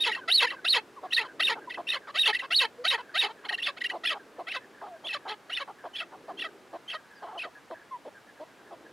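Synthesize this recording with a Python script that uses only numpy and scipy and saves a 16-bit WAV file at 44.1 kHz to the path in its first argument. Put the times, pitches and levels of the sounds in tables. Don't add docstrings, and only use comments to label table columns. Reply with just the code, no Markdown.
import sys
import numpy as np
from scipy import signal
from scipy.fft import rfft, irfft
from scipy.io import wavfile
from scipy.ndimage import uniform_filter1d

SR = 44100
rng = np.random.default_rng(int(sys.argv[2]) if len(sys.argv) > 2 else 0)


def undo_db(level):
    steps = np.asarray(level, float) / 20
    return 10 ** steps


def dump(signal):
    limited = np.clip(np.atleast_2d(signal).T, -1, 1)
    pcm = np.round(limited * 32767).astype(np.int16)
    wavfile.write(sys.argv[1], SR, pcm)


N = 393372


def rms_one(x):
    return x / np.sqrt(np.mean(x ** 2) + 1e-20)


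def drift(rate_hz):
    r = np.exp(-2 * np.pi * rate_hz / SR)
    warm_up = SR
    wandering = signal.lfilter([1], [1, -2 * r, r * r], rng.standard_normal(N + warm_up))
    return rms_one(wandering[warm_up:])


def resonance(x, hz, width_hz):
    r = np.exp(-np.pi * width_hz / SR)
    feedback = [1, -2 * r * np.cos(2 * np.pi * hz / SR), r * r]
    return signal.lfilter([(1 - r * r) / 2, 0, (r * r - 1) / 2], feedback, x)


def note(start_s, length_s):
    at = np.arange(round(start_s * SR), min(round((start_s + length_s) * SR), N))
    return at, np.linspace(0, 1, len(at))


def swell(progress, skew, sharp):
    return np.abs(np.sin(np.pi * progress ** skew)) ** sharp


def turning(hz):
    return 2 * np.pi * np.cumsum(hz) / SR


def clicks(cycles):
    return np.diff(np.floor(cycles), prepend=0)


def low_harmonics(phase, first_db, third_db):
    first = undo_db(first_db) * np.sin(phase)
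    third = undo_db(third_db) * np.sin(3 * phase)
    return np.sqrt(2) * (first + np.sin(2 * phase) + third)


def breeze():
    # (pitch_hz, relative level per Hz_db)
    colour_curve = [(30, -25), (130, -6), (330, -1.5), (800, -2.5), (1250, -4), (1620, -5), (2200, -9.5),
                    (11000, -26.5), (15500, -33.5)]
    # (time_s, level_db)
    murmur_curve = [(0, -53), (1.1, -58), (1.55, -50.5), (1.998, -59), (3.702, -59), (4.15, -56.5),
                    (5.799, -65.5), (6.4, -50.5), (7.0, -71.5), (8.3, -70), (8.801, -55.5)]
    breeze_db = -56.5
    hz = np.fft.rfftfreq(N, 1 / SR) + 1
    curve_hz, curve_db = np.transpose(colour_curve)
    colour = undo_db(np.interp(np.log(hz), np.log(curve_hz), curve_db))
    ear_difference = 0.21 + 1 / (1 + (hz / 90) ** 2)
    spectra = rfft(rng.standard_normal((2, N))) * colour
    mid, side = irfft(spectra * [np.ones_like(hz), ear_difference], N)
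    low_mids = resonance(resonance(rng.standard_normal(N), 310, 240), 390, 340)
    murmur = undo_db(np.interp(np.arange(N) / SR, *np.transpose(murmur_curve))) * rms_one(low_mids)
    scale = undo_db(breeze_db) / np.std(mid)
    return scale * (mid + side * [[1], [-1]]) + murmur


LOW_HZ, TAIL_S = 2620, 0.019


def whistle_shape(t, lead_s, arch_s, top_hz, hoarse):
    climb_hz_per_s, lead_db = 13000, -1.5
    leap_hz, least_arch_hz = 3680, 202
    tail_hz, tail_db, hoarse_tail_db = 2889, -5, 4
    edge_hz = min(leap_hz, top_hz - least_arch_hz)
    arch_progress = np.clip((t - lead_s) / arch_s, 0, 1)
    arch_curve_hz = edge_hz + (top_hz - edge_hz) * swell(arch_progress, 0.85, 2.0)
    tail_curve_hz = np.interp(t - lead_s - arch_s, [0, TAIL_S / 2], [tail_hz, LOW_HZ])
    parts = [t < lead_s, t < lead_s + arch_s]
    hz = np.select(parts, [LOW_HZ + climb_hz_per_s * t, arch_curve_hz], tail_curve_hz)
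    return hz, np.select(parts, [lead_db, 0], tail_db + hoarse_tail_db * hoarse)


def whistles():
    # (start_s, low lead_s, high arch_s, top pitch_hz, level_db)
    calls = [(0.0, 0.00038, 0.04, 3800, -30.5), (0.299, 0.017, 0.081, 4383, -26),
             (0.659, 0.021, .058, 4350, -27), (1.121, 0.009, 0.042, 4200, -30.5),
             (1.415, 0.02, 0.035, 3770, -28), (1.868, .019, 0.029, 3770, -33.5),
             (2.171, 0.015, 0.046, 3836, -28.5), (2.241, 0.011, 0.013, 3680, -29.5),
             (2.518, 0.027, .054, 4438, -26.5), (2.869, 0.01, .028, 3884, -28.5),
             (3.168, .012, .036, 3770, -29), (3.616, .016, .03, 3553, -34),
             (4.046, 0.016, 0.033, 3467, -32), (5.063, 0.009, 0.017, 3500, -38),
             (5.515, 0.03, 0.028, 3650, -36.5), (5.949, 0.0097, 0.038, 3477, -38),
             (6.383, 0.018, 0.016, 3500, -38), (6.895, 0.011, 0.012, 3300, -39.5)]
    hollows = [1900, 2562, 3020, 3770, 4350]
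    attack_s, release_s = 0.0092, 0.0086
    tone = np.zeros(N)
    shimmer, waver = drift(100), 1 + 0.007 * drift(200)
    husk, breaks = drift(900), np.maximum(drift(60), 0)
    for start_s, lead_s, arch_s, top_hz, level_db in calls:
        at, progress = note(max(start_s, 0), lead_s + arch_s + TAIL_S)
        t = progress * len(at) / SR
        hoarse = np.clip(-level_db / 12 - 1.6, 0.1, 1)
        shape = whistle_shape(t, lead_s, arch_s, top_hz, hoarse)
        hz, part_db = uniform_filter1d(shape, size=110, mode="nearest")
        fades = np.minimum(t / attack_s, 1) * np.minimum(t[::-1] / release_s, 1)
        gain = undo_db(level_db + part_db + 3.5 * hoarse * np.tanh(shimmer[at])) * fades
        phase = turning(hz * waver[at])
        beating = np.clip((hz - 4050) / 150, 0, 1)
        flutter = 1 + 0.8 * beating * np.sin(2 * np.pi * 280 * at / SR)
        main = (flutter + 0.25 * hoarse * husk[at]) * np.sin(phase)
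        side_tones = np.sin(phase / 2) + np.sin(3 * phase / 2) + 2.0 * np.sin(0.71 * phase)
        tone[at] += gain * (main + 0.2 * hoarse ** 3 * breaks[at] * side_tones)
        low_register = np.clip((3200 - hz) / 300, 0, 1)
        tone[at] += gain * undo_db(-17.5) * hoarse * low_register * np.sin(2 * phase)
    return tone + 2 * sum(resonance(tone, hz, 210) for hz in hollows)


def rasps():
    # (start_s, length_s, chest level_db)
    openers = [(0.275, 0.04, -34), (0.643, 0.025, -34), (1.394, 0.026, -31.5), (2.139, 0.059, -37),
               (2.502, 0.039, -34), (2.838, 0.049, -31.5), (3.139, 0.054, -32.5), (3.444, 0.029, -47),
               (3.764, 0.027, -46.5), (4.033, 0.027, -39.5), (4.465, 0.044, -42.5), (5.493, 0.03, -39.5)]
    # (start_s, pulse rate before its bend_hz, chest level_db)
    closers = [(0.04, 450.5, -33), (0.396, 483, -29), (0.728, 465, -32.5), (1.162, 429, -39),
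               (1.469, 448, -33), (1.92, 546, -36.5), (2.247, 454.6, -31), (2.593, 459.2, -31.5),
               (2.895, 454, -33), (3.202, 432, -34.5), (3.654, 582, -36.5), (4.086, 560.5, -36.5),
               (4.526, 531, -38), (5.119, 580, -35.5), (5.27, 434, -38), (5.581, 580, -36.5),
               (5.99, 670, -39), (6.424, 629, -39.5), (6.92, 641, -38), (7.417, 657.5, -41)]
    # (time_s, level through the beak against the chest_db)
    beak_opening = [(0, 2), (3.3, 2), (4.5, -0.5), (7.5, -8.5)]
    opener_hz, opener_rise = 628, 0.52
    closer_cycles, closer_drop = 35.5, 0.99
    chest, beak = np.zeros(N), np.zeros((2, N))
    jitter, noise = drift(150), rng.standard_normal(N)
    ragged = undo_db(1.8 * np.tanh(drift(60)))
    calls = [(start_s, length_s, opener_hz, db, True) for start_s, length_s, db in openers]
    calls += [(start_s, closer_cycles / hz, hz, db, False) for start_s, hz, db in closers]
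    for start_s, length_s, hz, chest_db, opens in calls:
        at, progress = note(start_s, length_s)
        if opens:
            settling, shakiness = 1 - progress, 0.03
            bend = 1 + opener_rise * progress ** 2
        else:
            settling, shakiness = progress, 0.14
            bend = 0.97 + closer_drop * (1 - progress) ** 3.6
        shake = 1 + (0.02 + shakiness * (1 - progress)) * jitter[at]
        phase = turning(hz * bend * shake)
        harmonics = low_harmonics(phase, first_db=-7.0, third_db=-6)
        chest[at] += undo_db(chest_db) * swell(settling, 1.35, 1.3) * ragged[at] * harmonics
        closing = clicks(phase / (2 * np.pi))
        turbulence = 0.02 * noise[at] * (1 + np.cos(phase))
        beak_db = chest_db + np.interp(start_s, *np.transpose(beak_opening))
        source = undo_db(beak_db) * rms_one(closing + turbulence) * ragged[at]
        beak[:, at] += source * [swell(progress, 0.86, 1), swell(progress, 0.8, 1.6)]
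    return chest, beak


def throat(source):
    # (pitch_hz, width of one pass_hz, level_db)
    resonances = [(1950, 606, -0.5), (2620, 77, 1.5), (3056, 460, 0), (4090, 1370, -8), (6970, 440, -26)]
    voiced = np.zeros(N)
    for k, (hz, width_hz, level_db) in enumerate(resonances):
        once = resonance(source[min(k, 1)], hz, width_hz)
        voiced += (-1) ** k * undo_db(level_db) * resonance(once, hz, width_hz)
    out = np.zeros(N)
    for k, hz in enumerate(np.geomspace(1100, 9000, 18)):
        chance_gain = undo_db(7 * np.tanh(drift(45)))
        out += (-1) ** k * chance_gain * resonance(voiced, hz, hz / 8)
    return out


def chatter(waver, noise):
    # (start_s, low note level_db, high note level_db)
    syllables = [(.116, -26.5, -32.5), (.147, -30.5, -38), (.47, -28.5, -35.5), (.503, -31.5, -41.5),
                 (1.703, -35, -40.5), (1.742, -36.5, -46.5), (2.347, -24, -31), (2.394, -30, -37.5),
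                 (3.492, -28, -44), (3.527, -31, -28.5), (3.583, -34, -37.5), (3.813, -28.5, -56),
                 (3.844, -27, -29), (3.898, -30, -39.5)]
    low_hz, low_s, high_hz, high_s = 1900, 0.014, 2750, 0.018
    leap_s, rasp_s, rasp_hz, rasp_db = 0.011, 0.018, 670, -11
    notes, rasp = [], np.zeros(N)
    spread = 1 + 0.025 * rng.standard_normal((len(syllables), 2))
    for (start_s, low_db, high_db), (low, high) in zip(syllables, spread):
        notes.append((start_s, low_s, low_hz * low, 0.08, low_db))
        notes.append((start_s + leap_s, high_s, high_hz * high, -0.06, high_db))
        at, progress = note(start_s - rasp_s / 2, rasp_s)
        cycles = np.cumsum(rasp_hz * high * (1 + 0.3 * progress) * waver[at]) / SR
        pulses = clicks(cycles) + 0.05 * noise[at]
        rasp[at] += undo_db(max(low_db, high_db) + rasp_db) * np.sin(np.pi * progress) * rms_one(pulses)
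    return notes, rasp


def pips():
    # (start_s, length_s, middle pitch_hz, share of the pitch gained, level_db)
    glides = [(0.963, 0.036, 1070, -0.25, -44.5), (1.106, 0.02, 3130, 0.32, -39),
              (1.166, 0.033, 1900, .1, -25.5), (1.208, 0.016, 2670, 0.19, -33),
              (1.474, 0.0184, 2750, .15, -24), (1.673, 0.022, 990, -.1, -38),
              (2.257, .023, 2800, .17, -24.5), (2.271, .015, 3280, -.3, -25),
              (2.327, 0.016, 1850, 0.17, -28), (2.777, 0.06, 491, 0.058, -41.5),
              (4.478, 0.065, 2680, 0.386, -38.5), (4.514, 0.015, 2410, -0.53, -34.5),
              (4.889, 0.084, 688, -0.17, -44.5), (5.043, 0.035, 3380, 0.11, -38),
              (5.101, 0.023, 2620, -0.044, -32), (5.933, 0.062, 3190, .19, -41.5),
              (6.372, 0.034, 3330, .19, -44), (6.878, 0.031, 3210, 0.076, -38),
              (7.376, 0.02, 3030, .1, -39), (7.39, 0.022, 2630, 0.15, -34.5),
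              (7.41, 0.023, 2570, 0.17, -34.5), (7.909, 0.063, 1008, -0.17, -36.5)]
    tone, waver, noise = np.zeros(N), 1 + 0.014 * drift(150), rng.standard_normal(N)
    chatter_notes, rasp = chatter(waver, noise)
    for start_s, length_s, hz, glide, level_db in list(glides) + chatter_notes:
        at, progress = note(start_s, length_s)
        phase = turning(hz * (1 + glide * (progress - 0.5)) * waver[at])
        gain = undo_db(level_db) * swell(progress, 1.0, 0.57)
        tone[at] += np.sqrt(2) * gain * (np.sin(phase) + undo_db(-25.0) * np.sin(2 * phase))
        if 1500 < hz < 4000:
            rasp[at] += undo_db(-15) * gain * noise[at]
    return tone, rasp


def clucks():
    # (start_s, middle pulse rate_hz, level_db)
    cluck_list = [(0.16, 536, -42.5), (0.51, 553, -41.5), (1.029, 365, -38), (1.23, 537, -42.5),
                  (1.553, 428, -42.5), (1.773, 357.6, -36), (2.071, 602, -42), (2.421, 563, -39.5),
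                  (2.976, 501, -39.5), (3.28, 491, -43), (3.438, 437, -46.5), (3.502, 376, -40.5),
                  (3.909, 443, -43.5), (3.934, 361.6, -36.5), (4.14, 420, -41), (4.383, 362, -37.5),
                  (4.814, 427, -40.5), (4.852, 393, -44), (5.036, 339, -46.5), (5.252, 408, -39.5),
                  (5.676, 423, -42), (5.838, 354.5, -39), (6.12, 415, -46.5), (6.281, 359.5, -38.5),
                  (6.73, 346, -39), (7.222, 359, -40), (7.266, 470, -43), (7.31, 396, -44.5),
                  (7.348, 341, -41), (7.445, 350, -45), (7.702, 348.4, -39), (8.05, 312.5, -42),
                  (8.398, 330, -41.5), (8.708, 341, -44.5)]
    out, leak, jitter = np.zeros(N), np.zeros(N), drift(220)
    for start_s, hz, level_db in cluck_list:
        at, progress = note(start_s, 0.042)
        shake = 1 + 0.28 * (1 - progress) * jitter[at]
        phase = turning(hz * (1.06 - 0.12 * progress) * shake)
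        gain = undo_db(level_db) * swell(progress, 1.07, 0.24)
        out[at] += gain * low_harmonics(phase, first_db=-12.0, third_db=-7.0)
        leak_db = -26 + 13.6 * (hz > 480)
        leak[at] += undo_db(leak_db) * gain * rms_one(clicks(phase / (2 * np.pi)))
    return out, leak


def far_chatter(count):
    # (start_s, starting pitch_hz, peak level_db)
    clear = [(0.2106, 1610, -45.5), (0.5585, 1650, -45.5), (1.2794, 1640, -46.5), (1.55, 1594, -49),
             (1.62, 1650, -51), (3.085, 1630, -51), (4.19, 1660, -53.5), (4.62, 1820, -54),
             (4.746, 1734, -53), (5.785, 1733, -52.5), (7.1003, 1765, -53.5), (7.15, 1740, -52.5),
             (7.15, 5050, -61.5), (7.5524, 1730, -50.5), (8.58, 1670, -60), (7.74, 1750, -50.5),
             (8.145, 1680, -51), (8.2711, 1775, -51.5), (8.85, 1740, -52.5)]
    pitch_loss = 0.1
    out, husk, shake = np.zeros(N), 1 + 0.66 * drift(130), 1 + 0.018 * drift(200)
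    faint = rng.random((count, 3)) * [N / SR, 150, -8] + [0, 1650, -54]
    for start_s, hz, peak_db in [*clear, *faint]:
        at, progress = note(start_s, 0.049)
        phase = turning(hz * (1 - pitch_loss * progress) * shake[at])
        out[at] += undo_db(peak_db) * swell(progress, 0.62, 0.29) * np.sin(phase)
    return out * husk


def beak_hiss(birds):
    loudness = uniform_filter1d(np.abs(resonance(birds, 3200, 3000)), size=200)
    effort = np.abs(loudness) ** 1.24
    hiss = resonance(effort * rng.standard_normal((2, N)), 9870, 3000)
    return resonance(hiss, 9870, 3000) * undo_db(-6.0)


def rocks(x):
    out = np.zeros((2, N))
    lags = (SR * rng.uniform(0.003, 0.06, 16)).astype(int)
    for k, lag in enumerate(lags):
        out[k % 2, lag:] += undo_db(-27 - 250 * lag / SR) * x[:-lag]
    return out


def scene():
    air = breeze()
    whistle = whistles()
    chest, beak = rasps()
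    pip, breath = pips()
    cluck, leak = clucks()
    voiced = undo_db(17) * throat(beak + breath + leak + 1e-18)
    birds = whistle + pip + chest + cluck + voiced + far_chatter(count=60)
    birds = signal.sosfilt(signal.butter(3, 260, "high", fs=SR, output="sos"), birds)
    centre, edge = beak_hiss(birds)
    wide = 0.115 * edge - undo_db(-20) * resonance(birds, 4200, 2000)
    return birds + centre + wide * [[1], [-1]] + rocks(birds) + air


def top_cut(x):
    return signal.sosfilt(signal.butter(12, 15710, fs=SR, output="sos"), x)


def record(dry):
    return top_cut(dry)


dry = scene()
out = record(dry)
dump(out)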